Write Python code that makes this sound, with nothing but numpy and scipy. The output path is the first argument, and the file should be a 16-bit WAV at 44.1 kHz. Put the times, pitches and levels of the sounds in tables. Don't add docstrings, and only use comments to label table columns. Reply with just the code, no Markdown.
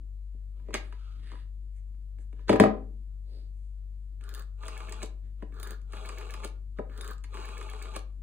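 import sys
import numpy as np
from scipy import signal
from scipy.fft import rfft, irfft, next_fast_len
from scipy.io import wavfile
from scipy.ndimage import uniform_filter1d

SR = 44100
rng = np.random.default_rng(int(sys.argv[2]) if len(sys.argv) > 2 else 0)


def decibels_to_gain(level_db):
    exponent = np.asarray(level_db, float) / 20
    return 10 ** exponent


def put_to_file(sound):
    columns = np.atleast_2d(sound).T
    safe = np.clip(columns, -1, 1)
    whole_steps = np.round(safe * 32767)
    wavfile.write(sys.argv[1], SR, whole_steps.astype(np.int16))


N = 362502


def evened(x):
    return x / np.sqrt(np.mean(x ** 2) + 1e-20)


def peaked(x):
    return x / np.sqrt(uniform_filter1d(x ** 2, 176).max())


def read(points, hz):
    point_hz, value = np.transpose(points)
    return np.interp(np.log(hz + 1), np.log(point_hz + 1), value)


def add(mix, start_s, sound):
    part = mix[round(start_s * SR):][:len(sound)]
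    part += sound[:len(part)]


def coloured(x, points):
    hz = abs(np.fft.fftfreq(4096, 1 / SR))
    log_gain = np.log(decibels_to_gain(np.maximum(read(points, hz), -90)))
    impulse = np.fft.ifft(np.exp(np.conj(signal.hilbert(log_gain)))).real[:2048]
    return signal.oaconvolve(x, impulse)[:len(x)]


def resonate(x, hz, width_hz):
    r = np.exp(-np.pi * width_hz / SR)
    return 2 * signal.lfilter([1 - r], [1, -r * np.exp(2j * np.pi * hz / SR)], x).real


def band(x, lo_hz, hi_hz):
    sos = signal.butter(2, [lo_hz, hi_hz], "bandpass", fs=SR, output="sos")
    return evened(signal.sosfilt(sos, x))


def grit(per_s, spread_db):
    size = decibels_to_gain(spread_db * np.minimum(rng.exponential(1, N), 4))
    hits = rng.random(N) < per_s / SR
    return evened(size * hits * rng.choice([-1., 1.], N))


def ring(modes, rise_s, spread_db, near_hz, narrow_db):
    hz, db, t60_s = np.transpose(modes)[:, :, None]
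    t = np.arange(0, 1.2 * t60_s.max(), 1 / SR)
    weight, sign = rng.standard_normal((len(modes), 2)).T[:, :, None]
    struck_db = db + spread_db * weight - narrow_db * abs(np.log2(hz / near_hz))
    waves = np.sign(sign) * decibels_to_gain(struck_db - 60 * t / t60_s) * np.sin(2 * np.pi * hz * t)
    return peaked(waves.sum(0) * (1 - np.exp(-t / rise_s)))


HUM_ORDERS = [(1, 0), (0, 1), (-1, 2), (2, 0), (0, 2), (3, 0), (1, 2), (0, 3), (0, 4), (0, 5)]
HUM_DB = [-33.5, -61, -68, -70, -56, -73, -77.5, -83, -72, -85]
SHAFT_HZ, MAINS_HZ, FIRST_DIP_S = 48.524, 49.98, .63
FAN_LINES_HZ, FAN_DB = [91.58, 311.47, 314.42], [-65, -82, -83]


def hum():
    t = np.arange(N) / SR - FIRST_DIP_S
    out = np.zeros(N)
    for (shaft, mains), db in zip(HUM_ORDERS, HUM_DB):
        sign = 1 if mains == 0 else -1
        out += sign * decibels_to_gain(db) * np.sin(2 * np.pi * (shaft * SHAFT_HZ + mains * MAINS_HZ) * t)
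    for hz, db in zip(FAN_LINES_HZ, FAN_DB):
        out += decibels_to_gain(db) * np.sin(2 * np.pi * (hz * t + rng.random()))
    return out


# (frequency [Hz], level [dB])
AIR = [(30, -10), (70, -0.5), (120, -3), (200, -9), (310, -14), (430, -28), (580, -27), (790, -31.5),
       (1200, -26.5), (4200, -33), (8000, -33.5), (14000, -32.5), (16300, -50), (17000, -79)]
# (frequency [Hz], likeness [-1..1])
AIR_SAME = [(60, 1), (300, .95), (600, .2), (1000, -.35), (3200, -.55), (4300, -.1), (6000, -.7),
            (7500, .9), (9500, .55), (12500, -.3), (14500, .95)]
AIR_DB = -62.5


def air():
    frames, hz = N // 512 + 5, np.fft.rfftfreq(2048, 1 / SR)
    a, b, c, d, patches = rng.standard_normal((frames, 1025, 5)).T
    patches = evened(uniform_filter1d(uniform_filter1d(patches, 20, 0), 8, 1))
    same = np.clip(read(AIR_SAME, hz), -1, 1)[:, None]
    left = a + 1j * b
    z = np.array([left, same * left + np.sqrt(1 - same ** 2) * (c + 1j * d)])
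    waver_db = 0.6 + 3.4 / (1 + (hz[:, None] / 600) ** 2)
    z *= decibels_to_gain(read(AIR, hz)[:, None] + waver_db * patches)
    return decibels_to_gain(AIR_DB) * evened(signal.istft(z, nperseg=2048, noverlap=1536)[1][:, :N])


# (frequency [Hz], width [Hz], level [dB])
WHINE = (578, 12, -91)


def whine():
    hz, width_hz, db = WHINE
    once = resonate(rng.standard_normal(N), hz, width_hz)
    return decibels_to_gain(db) * evened(resonate(once, hz, width_hz))


# (frequency [Hz], t60 [s])
ROOM = [(200, 0.54), (530, 0.33), (1390, 0.3), (3680, 0.26), (9700, 0.15)]


def room(x):
    taps = np.zeros((2, SR))
    at = np.arange(200, SR - 20, 20) + rng.integers(0, 20, (2, (SR - 201) // 20))
    np.put_along_axis(taps, at, rng.choice([-1., 1.], at.shape), 1)
    hz, t, z = signal.stft(taps, SR, nperseg=256)
    same = 1 / (1 + (hz[:, None] / 450) ** 2)
    z[1] = same * z[0] + np.sqrt(1 - same ** 2) * z[1]
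    z *= hz[:, None] / (hz[:, None] + 300)
    decay = decibels_to_gain(-60 * t / read(ROOM, hz)[:, None])
    tail = signal.istft(z * decay, SR, nperseg=256)[1]
    return signal.fftconvolve(x[None], tail / np.linalg.norm(tail[0]), axes=1)[:, :N]


# (frequency [Hz], left leads by [rad])
PORT_PHASE = [(0, 0), (200, 0), (400, -.8), (750, -2), (1150, -1.7), (1700, -.3), (2300, -.4), (3200, -1.4),
              (4100, -3.0), (4700, -3.7), (6100, -2.5), (7600, -.3), (9300, 1.1), (11500, 2.6),
              (12900, 4.3), (14300, 6.2), (16500, 6.3)]
# (frequency [Hz], left over right [dB])
PORT_BALANCE = [(60, 5.5), (110, 5), (200, 3.5), (380, 4.5), (700, 1.5), (1290, -1.5), (2380, -0.5),
                (4400, 0.5), (8120, -0.5), (15000, 0)]


def ports(pair, lead):
    size = next_fast_len(N + SR)
    hz = np.fft.rfftfreq(size, 1 / SR)
    half = decibels_to_gain(read(PORT_BALANCE, hz) / 2) * np.exp(.5j * lead * read(PORT_PHASE, hz))
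    return irfft(rfft(pair, size) * [half, 1 / half], size)[:, :N]


# (frequency [Hz], level [dB])
BEARING = [(2650, -39), (4500, -9), (5640, -3), (8450, -1.5), (10300, -3), (11900, -35.5), (14600, -13),
           (16300, -20)]


def bearing(drive):
    return evened(coloured(drive, BEARING))


# (loudest time [s], half length [s], level [dB],
#   dull part [dB rel.], bright part [dB rel.], scrape [dB rel.], scrape pitch [Hz])
RUBS = [(.59, .1, -76, 6, -10, 2, 1180), (0.702, .1, -73.5, 16.5, -26, 3, 2070),
        (0.848, 0.094, -64.5, -14, -2, -5, 1700), (1.071, 0.25, -65, -9.5, -14, 0, 1350),
        (1.309, .19, -59, -6.5, -8, -8, 1870), (1.769, 0.058, -82.5, -8, 11.5, 4.5, 2200),
        (2.215, .05, -78, 8.5, 9.5, -1.5, 1900), (2.398, 0.086, -72, 8.5, -16.5, -1.5, 1700),
        (3.355, 0.18, -76, 16, 1, 9, 4405), (3.62, .2, -93, 4, 14.5, -3, 2500),
        (5.258, 0.083, -77, 7.5, -15, -9, 1886), (5.41, .05, -73, 7, -17, -5, 1300),
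        (6.78, 0.031, -64.5, 0, -21, 1, 1250)]
# (time [s], level [dB], scrape pitch [Hz])
SHUFFLES = [(0.743, -39.5, 2200), (0.925, -65, 2000), (2.49, -37, 1700)]
STROKE_RISE = 0.78
RUB_EDGE_DB, RUB_SHAPE, SCRAPE_SHARE = -29.5, 2.2, .33
SHUFFLE_RISE_S, SHUFFLE_FALL_S, SHUFFLE_DULL_DB, SHUFFLE_BRIGHT_DB = .016, 0.059, 0, -20.5


def rubs():
    drive, out = grit(3500, 4.1), np.zeros(N)
    wide = band(drive, 1200, 5200)
    dull = band(band(drive, 200, 520), 200, 750)
    bright = bearing(drive)
    strokes = [(s, STROKE_RISE * half_s, half_s, *rest) for s, half_s, *rest in RUBS]
    strokes += [(s, SHUFFLE_RISE_S, SHUFFLE_FALL_S, db, SHUFFLE_DULL_DB, SHUFFLE_BRIGHT_DB, -3, hz)
                for s, db, hz in SHUFFLES]
    for s, rise_s, fall_s, db, dull_db, bright_db, scrape_db, hz in strokes:
        span = slice(round((s - 2 * rise_s) * SR), round((s + 2 * fall_s) * SR))
        t = np.arange(span.start, span.stop) / SR - s
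        swell_db = db + RUB_EDGE_DB * np.maximum(-t / rise_s, t / fall_s) ** RUB_SHAPE
        width_hz = SCRAPE_SHARE * hz
        scrape = evened(resonate(resonate(drive[span], hz, width_hz), hz, width_hz))
        parts = decibels_to_gain(scrape_db) * scrape + wide[span]
        parts += decibels_to_gain(dull_db) * dull[span] + decibels_to_gain(bright_db) * bright[span]
        out[span] += decibels_to_gain(swell_db) * parts
    return out


# (time [s], level [dB])
POPS = [(5.4222, -49), (6.786, -41)]
POP_FROM_HZ, POP_TO_HZ, POP_GLIDE_S, POP_T60_S = 2400, 520, .005, 0.036


def pops():
    out, t = np.zeros(N), np.arange(3000) / SR
    hz = POP_TO_HZ + (POP_FROM_HZ - POP_TO_HZ) * np.exp(-t / POP_GLIDE_S)
    tone = np.sin(2 * np.pi * np.cumsum(hz) / SR)
    pop = peaked(tone * (1 - np.exp(-t / 0.0026)) * decibels_to_gain(-60 * t / POP_T60_S))
    for s, db in POPS:
        add(out, s, decibels_to_gain(db) * pop)
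    return out


# (time [s], shell ring [dB], desk thud [dB],
#   bright crack [dB], favoured desk pitch [Hz])
KNOCKS = [(0.343, -90, -55, -82, 213), (0.598, -63, -63, -91.5, 189), (0.685, -53, -39, -80.5, 394),
          (0.706, -45, -43.5, -71, 398), (0.741, -26, -31, -28, 410), (0.749, -28.5, -32, -48, 410),
          (0.925, -45.5, -55.5, -65, 400), (1.317, -45, -47.5, -67.5, 326), (1.334, -48.5, -47.5, -81, 358),
          (1.353, -48.5, -62, -77, 199), (1.947, -72, -72.5, -88.5, 192), (2.185, -64, -55, -69, 266),
          (2.328, -57.5, -51, -70, 261), (2.392, -56.5, -59.5, -81, 210), (2.494, -18.5, -9.5, -34.5, 270),
          (2.529, -22, -14.5, -45, 266), (2.558, -28, -25, -54, 217), (2.599, -12.5, -6.5, -26, 229.3),
          (2.637, -18.5, -12, -44, 619), (2.661, -24.5, -24, -60, 400), (4.21, -56, -62, -63, 230),
          (5.424, -44.5, -35, -71.5, 298), (5.522, -59, -51, -76, 240), (6.786, -47, -33, -67, 191),
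          (6.792, -39, -28, -75, 420), (6.897, -56, -53.5, -71, 205), (7.243, -46, -57, -50.5, 250)]
# (lift time [s], contact snap [dB], drop time [s], knock [dB], drop snap [dB])
STEPS = [(4.645, -48, 4.684, -40, -36), (4.7674, -42, 4.804, -39.5, -62),
         (4.8853, -43.5, 4.926, -40.5, -35), (5.9224, -51, 5.97, -44, -49), (6.0492, -42, 6.092, -39, -37),
         (6.1744, -39.5, 6.211, -41.5, -53), (6.2976, -41, 6.341, -40.5, -36.5),
         (7.334, -50, 7.371, -42.5, -57), (7.446, -44, 7.49, -43.5, -46),
         (7.5697, -43.5, 7.613, -41, -44.5), (7.6894, -42, 7.735, -42, -48),
         (7.8151, -39, 7.854, -42.5, -57.5)]
# (governor catch time [s], stop time [s], level [dB])
RETURNS = [(4.634, 5.03, -45), (5.934, 6.447, -45), (7.341, 7.963, -44)]
# (shell [dB], desk [dB], crack [dB])
CATCH_DB = (-41.5, -45.5, -67)
STOP_SHELL_DB, STOP_DESK_DB, STOP_CRACK_DB = -43, -33.5, -64
SOFT_HZ, HARD_HZ = 1056, 2200
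DROP_DESK_DB, DROP_CRACK_DB = -7.5, -13
CAM_SHELL_HZ, CAM_DESK_HZ = 1240, 400


def blows():
    rows = []
    for s, shell_db, desk_db, crack_db, desk_hz in KNOCKS:
        sharpness = min(decibels_to_gain(crack_db - shell_db), 1)
        rows.append((s, shell_db, desk_db, crack_db, SOFT_HZ + (HARD_HZ - SOFT_HZ) * sharpness, desk_hz))
    for _, _, s, db, _ in STEPS:
        rows.append((s, db, db + DROP_DESK_DB, db + DROP_CRACK_DB, CAM_SHELL_HZ, CAM_DESK_HZ))
    for catch_s, stop_s, _ in RETURNS:
        rows.append((catch_s, *CATCH_DB, CAM_SHELL_HZ, CAM_DESK_HZ))
        rows.append((stop_s, STOP_SHELL_DB, STOP_DESK_DB, STOP_CRACK_DB, CAM_SHELL_HZ, CAM_DESK_HZ))
    return rows


# (frequency [Hz], level [dB], t60 [s])
DESK = [(109, -9, 0.24), (135, -22, 0.28), (211, -2.5, 0.15), (264, -3.5, 0.11), (313.7, -7, 0.23),
        (358, -6.5, 0.11), (396.8, 0, 0.084), (439.2, -6.5, 0.2), (503.5, -5, 0.17), (561, -7, 0.11),
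        (621, 5.5, 0.054), (775.6, -3, 0.11), (860, -11.5, 0.024)]
# (frequency [Hz], level [dB], t60 [s])
SHELL = [(949.6, 6, 0.018), (1012, -2.5, 0.047), (1210, 3.5, 0.017), (1410, -11.5, 0.012),
         (1650, 1.5, 0.021), (1850, -5, .03), (2160, -1, 0.027), (2340, 0.5, 0.025), (2516, 0.5, .03),
         (2806, -1, .025), (3075, 4, 0.0099), (3470, -5, 0.035)]
# (frequency [Hz], level [dB])
CRACK = [(400, -36), (800, 1.5), (2300, 0), (3400, -7.5), (4600, -10.5), (6500, -20), (9000, -18.5),
         (12000, -21.5), (15000, -25), (17000, -62.5)]
SCATTER_DB = 2.0
BARE_DB = -28


def knocks():
    out, t = np.zeros((2, N)), np.arange(4000) / SR
    for s, shell_db, desk_db, crack_db, shell_hz, desk_hz in blows():
        bare = int(desk_db > BARE_DB)
        modes = np.multiply(DESK, [1, 1, 1 if bare else .55])
        dull_db = np.clip(shell_db - crack_db - 15, 0, 26)
        rise_s = 0.00032 * decibels_to_gain(.7 * dull_db)
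        rattle = coloured(rng.standard_normal(len(t)) * decibels_to_gain(-60 * t / 0.036), CRACK)
        rattle_db = min(shell_db - 5.0, crack_db + 18)
        shell = ring(SHELL, rise_s, SCATTER_DB, shell_hz, narrow_db=10 + 0.802 * dull_db)
        desk = ring(modes, 0.0022, SCATTER_DB, desk_hz, narrow_db=4 if bare else 9)
        add(out[bare], s, decibels_to_gain(shell_db) * shell)
        add(out[bare], s, decibels_to_gain(rattle_db) * peaked(rattle))
        add(out[bare], s + .0015, decibels_to_gain(desk_db) * desk)
        add(out[bare], s, decibels_to_gain(crack_db) * peaked(band(rattle, 4100, 14000)))
    return out


LAST_LIFT_S, LAST_SNAP_DB = 0.013, -40.5


def lifts():
    return [row[:2] for row in STEPS] + [(stop_s - LAST_LIFT_S, LAST_SNAP_DB) for _, stop_s, _ in RETURNS]


# (frequency [Hz], level [dB], t60 [s])
SPRING = [(2240, -1.5, 0.041), (1717, -5, 0.046), (2587, -6, 0.029)]
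# (frequency [Hz], level [dB], t60 [s])
FRAME = [(1174, 0, 0.12), (1228, -4, 0.096), (2500, -12.5, 0.085)]
# (frequency [Hz], level [dB], t60 [s])
BLADE = [(3680, -9, 0.038), (9800, -1, 0.022)]
# (time [s], level [dB])
PINGS = [(4.35, -54), (5.632, -43), (7.012, -42)]
# (start time [s], end time [s], final level [dB])
WINDS = [(4.207, 4.411, -47), (5.522, 5.728, -43), (6.898, 7.116, -42)]
FRAME_DB = -6.5
PLUCK_DB, FIRST_PLUCK_DB = -44.5, -13
WIND_PLUCK_DB = -63


def springs():
    out, plucks = np.zeros(N), []
    for s, _ in lifts():
        spinning_up = any(abs(s - row[0]) < .03 for row in RETURNS)
        plucks.append((s, PLUCK_DB + FIRST_PLUCK_DB * spinning_up))
    plucks += [(start_s, WIND_PLUCK_DB) for start_s, _, _ in WINDS]
    frame_rows = [(s, db + FRAME_DB) for _, _, s, db, _ in STEPS]
    for modes, rows in [(SPRING, plucks), (BLADE, PINGS), (FRAME, frame_rows)]:
        for s, db in rows:
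            add(out, s, decibels_to_gain(db) * ring(modes, .002, 1, near_hz=1, narrow_db=0))
    return out


# (time [s], level [dB], top band [dB rel.])
TICKS = [(4.2094, -65, -8), (4.2383, -49, -30), (4.2907, -42.5, -5), (4.3393, -41, -7), (4.348, -38, -3),
         (4.378, -50, -5), (4.3939, -44.5, 0), (4.4219, -50, -16), (4.6678, -47, -25), (5.5418, -60, -14),
         (5.5989, -43.5, -5), (5.6294, -36.5, -2), (5.672, -42, -3.5), (5.707, -40, -3),
         (5.8158, -59.5, -28), (5.9221, -48, -30), (6.9765, -45, -8), (7.01, -35, -20), (7.0449, -43, -5),
         (7.077, -39, -9), (7.1093, -49.5, 5), (7.1327, -49.5, -23), (7.1806, -55, -26), (7.2385, -46, -22),
         (7.628, -48, -11)]
SNAP_LAG_S, SNAP_TOP_DB = .009, -10
DROP_LEAD_S, DROP_TOP_DB = .003, -21
STOP_SNAP_DB, REBOUND_SNAP_DB, REBOUND_S = -32, -46.5, 0.028


def snaps():
    rows = TICKS + [(s + SNAP_LAG_S, db, SNAP_TOP_DB) for s, db in lifts()]
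    rows += [(s - DROP_LEAD_S, db, DROP_TOP_DB) for _, _, s, _, db in STEPS]
    for _, stop_s, _ in RETURNS:
        rows.append((stop_s, STOP_SNAP_DB, DROP_TOP_DB))
        rows.append((stop_s + REBOUND_S, REBOUND_SNAP_DB, DROP_TOP_DB))
    return rows


def ticks():
    out, t = np.zeros(N), np.arange(1500) / SR
    for s, db, top_db in snaps():
        hz = 8850 * rng.uniform(0.85, 1.2)
        burst = rng.standard_normal(len(t)) * decibels_to_gain(-60 * t / 0.012) * (1 - np.exp(-t / 0.00069))
        snap = evened(resonate(burst, hz, 1140))
        snap += 0.53 * band(burst, 3300, 8600) + 0.65 * band(burst, 910, 7600)
        top = peaked(band(burst, 13700, 15000))
        add(out, s, decibels_to_gain(db) * (peaked(snap) + decibels_to_gain(top_db) * top))
    return out


LUMP_DB, LUMP_S, LUMP_STEP_S = 3, .018, .002


def lumps():
    at = np.arange(0, N / SR + 1, LUMP_STEP_S)
    slow = evened(uniform_filter1d(rng.standard_normal(len(at)), round(LUMP_S / LUMP_STEP_S)))
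    return np.interp(np.arange(N) / SR, at, decibels_to_gain(LUMP_DB * slow))


def levels(tables):
    t, gate, db = np.arange(N) / SR, np.zeros(N), np.zeros(N)
    for rows in tables:
        s, row_db = np.transpose(rows)
        inside = (t >= s[0]) & (t < s[-1])
        gate[inside] = signal.windows.tukey(inside.sum(), .1)
        db[inside] = np.interp(t[inside], s, row_db)
    return gate, db


# (frequency [Hz], level [dB])
GEAR_FILL = [(90, -25), (200, -6), (420, 1), (700, -4), (1200, 4), (1900, -20), (2500, -17), (3600, -9.5),
             (4600, -7), (5400, -33), (9000, -76)]


def gears(tables, peaks, teeth_per_s, jitter, fill_db, top_db, hiss_db):
    gate, gears_db = levels(tables)
    sway = evened(uniform_filter1d(rng.standard_normal(N), 200))
    turns = np.cumsum(teeth_per_s / SR * (1 + jitter * sway))
    teeth = (np.diff(np.floor(turns), prepend=0) > 0) * decibels_to_gain(3.05 * rng.standard_normal(N))
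    drive = 0.79 * evened(teeth) + 0.81 * grit(1000, 2.9)
    lump, housing = lumps(), np.zeros(N)
    for k, (hz, width_hz, db) in enumerate(peaks):
        own_lump = np.roll(lump, shift=9001 * k)
        housing += (-1) ** k * decibels_to_gain(db) * own_lump * resonate(drive, hz, width_hz)
    body = evened(housing) + decibels_to_gain(fill_db) * evened(coloured(drive, GEAR_FILL))
    fine = 0.54 * evened(teeth) + grit(5000, 5.1)
    hiss = bearing(fine) + decibels_to_gain(top_db) * band(fine, 13600, 15900)
    return gate * decibels_to_gain(gears_db) * (evened(body) + decibels_to_gain(hiss_db) * hiss)


SILENT_DB = -33
# (frequency [Hz], width [Hz], level [dB])
WIND_PEAKS = [(212.5, 19, -4), (405.4, 64, 3.5), (847, 15, -11), (1207, 58, 0), (1420, 56, 1.5),
              (1540, 67, -6), (1700, 88, -3), (2490, 100, -22)]
WIND_START_DB, WIND_SWELL_S, WIND_FADE_S = -13.5, 0.12, 0.054


def winding():
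    curves = [[(a - .02, db + SILENT_DB), (a + 0.022, db + WIND_START_DB), (b - WIND_SWELL_S, db - 4.5),
               (b, db), (b + WIND_FADE_S, db + SILENT_DB)] for a, b, db in WINDS]
    return gears(curves, WIND_PEAKS, 190, .3, fill_db=-6.5, top_db=-8, hiss_db=-17.5)


# (frequency [Hz], width [Hz], level [dB])
RETURN_PEAKS = [(213, 9.3, -0.5), (411, 62, 3), (498, 76, -6.5), (636.8, 11.6, 3), (775, 22, -5),
                (876, 14.4, 4.5), (1032, 9.8, 2.5), (1168, 49, 0.5), (1201, 17.7, 6), (1395, 73, -8.5),
                (1650, 160, -44), (2304, 115, -13), (2487, 27, -5.5), (2710, 200, -13), (3375, 120, -11.5),
                (3890, 130, -16)]
SPIN_UP_S, SAG_DB, SLAM_S, SLAM_DB, COAST_S = 0.084, -4, 0.031, 8, 0.053


def homing():
    curves = [[(a - SPIN_UP_S, db + SILENT_DB), (a - .008, db - 6.0), (a + 0.0031, db),
               (b - SLAM_S, db + SAG_DB), (b + 0.0044, db + SLAM_DB), (b + COAST_S, db + SILENT_DB)]
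              for a, b, db in RETURNS]
    return gears(curves, RETURN_PEAKS, 168, .15, fill_db=-11, top_db=-21, hiss_db=-14.5)


def scene():
    highpass = signal.butter(4, 70, "highpass", fs=SR, output="sos")
    damped, bare = signal.sosfilt(highpass, knocks())
    near = damped + rubs() + ticks() + springs() + pops() + winding() + homing()
    echoes = room(decibels_to_gain(-7.0) * near + decibels_to_gain(-5.5) * bare)
    return ports(np.array([near + bare] * 2), 0.85) + ports(echoes + hum() + air() + whine(), 0)


# (frequency [Hz], level [dB])
MIC = [(4800, -3), (5200, -9), (5800, -7.5), (6200, -3), (10700, -7.5), (11200, -16.5), (12300, -21),
       (13300, -2.5), (14200, -10), (15800, -4.5), (16400, -28.5)]


def port_losses(pair):
    return np.array([coloured(side, MIC) for side in pair])


def low_pass(x):
    return signal.sosfilt(signal.butter(12, 16650, fs=SR, output="sos"), x)


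def record(dry):
    mix = port_losses(dry)
    return low_pass(mix)


dry = scene()
out = record(dry)
put_to_file(out)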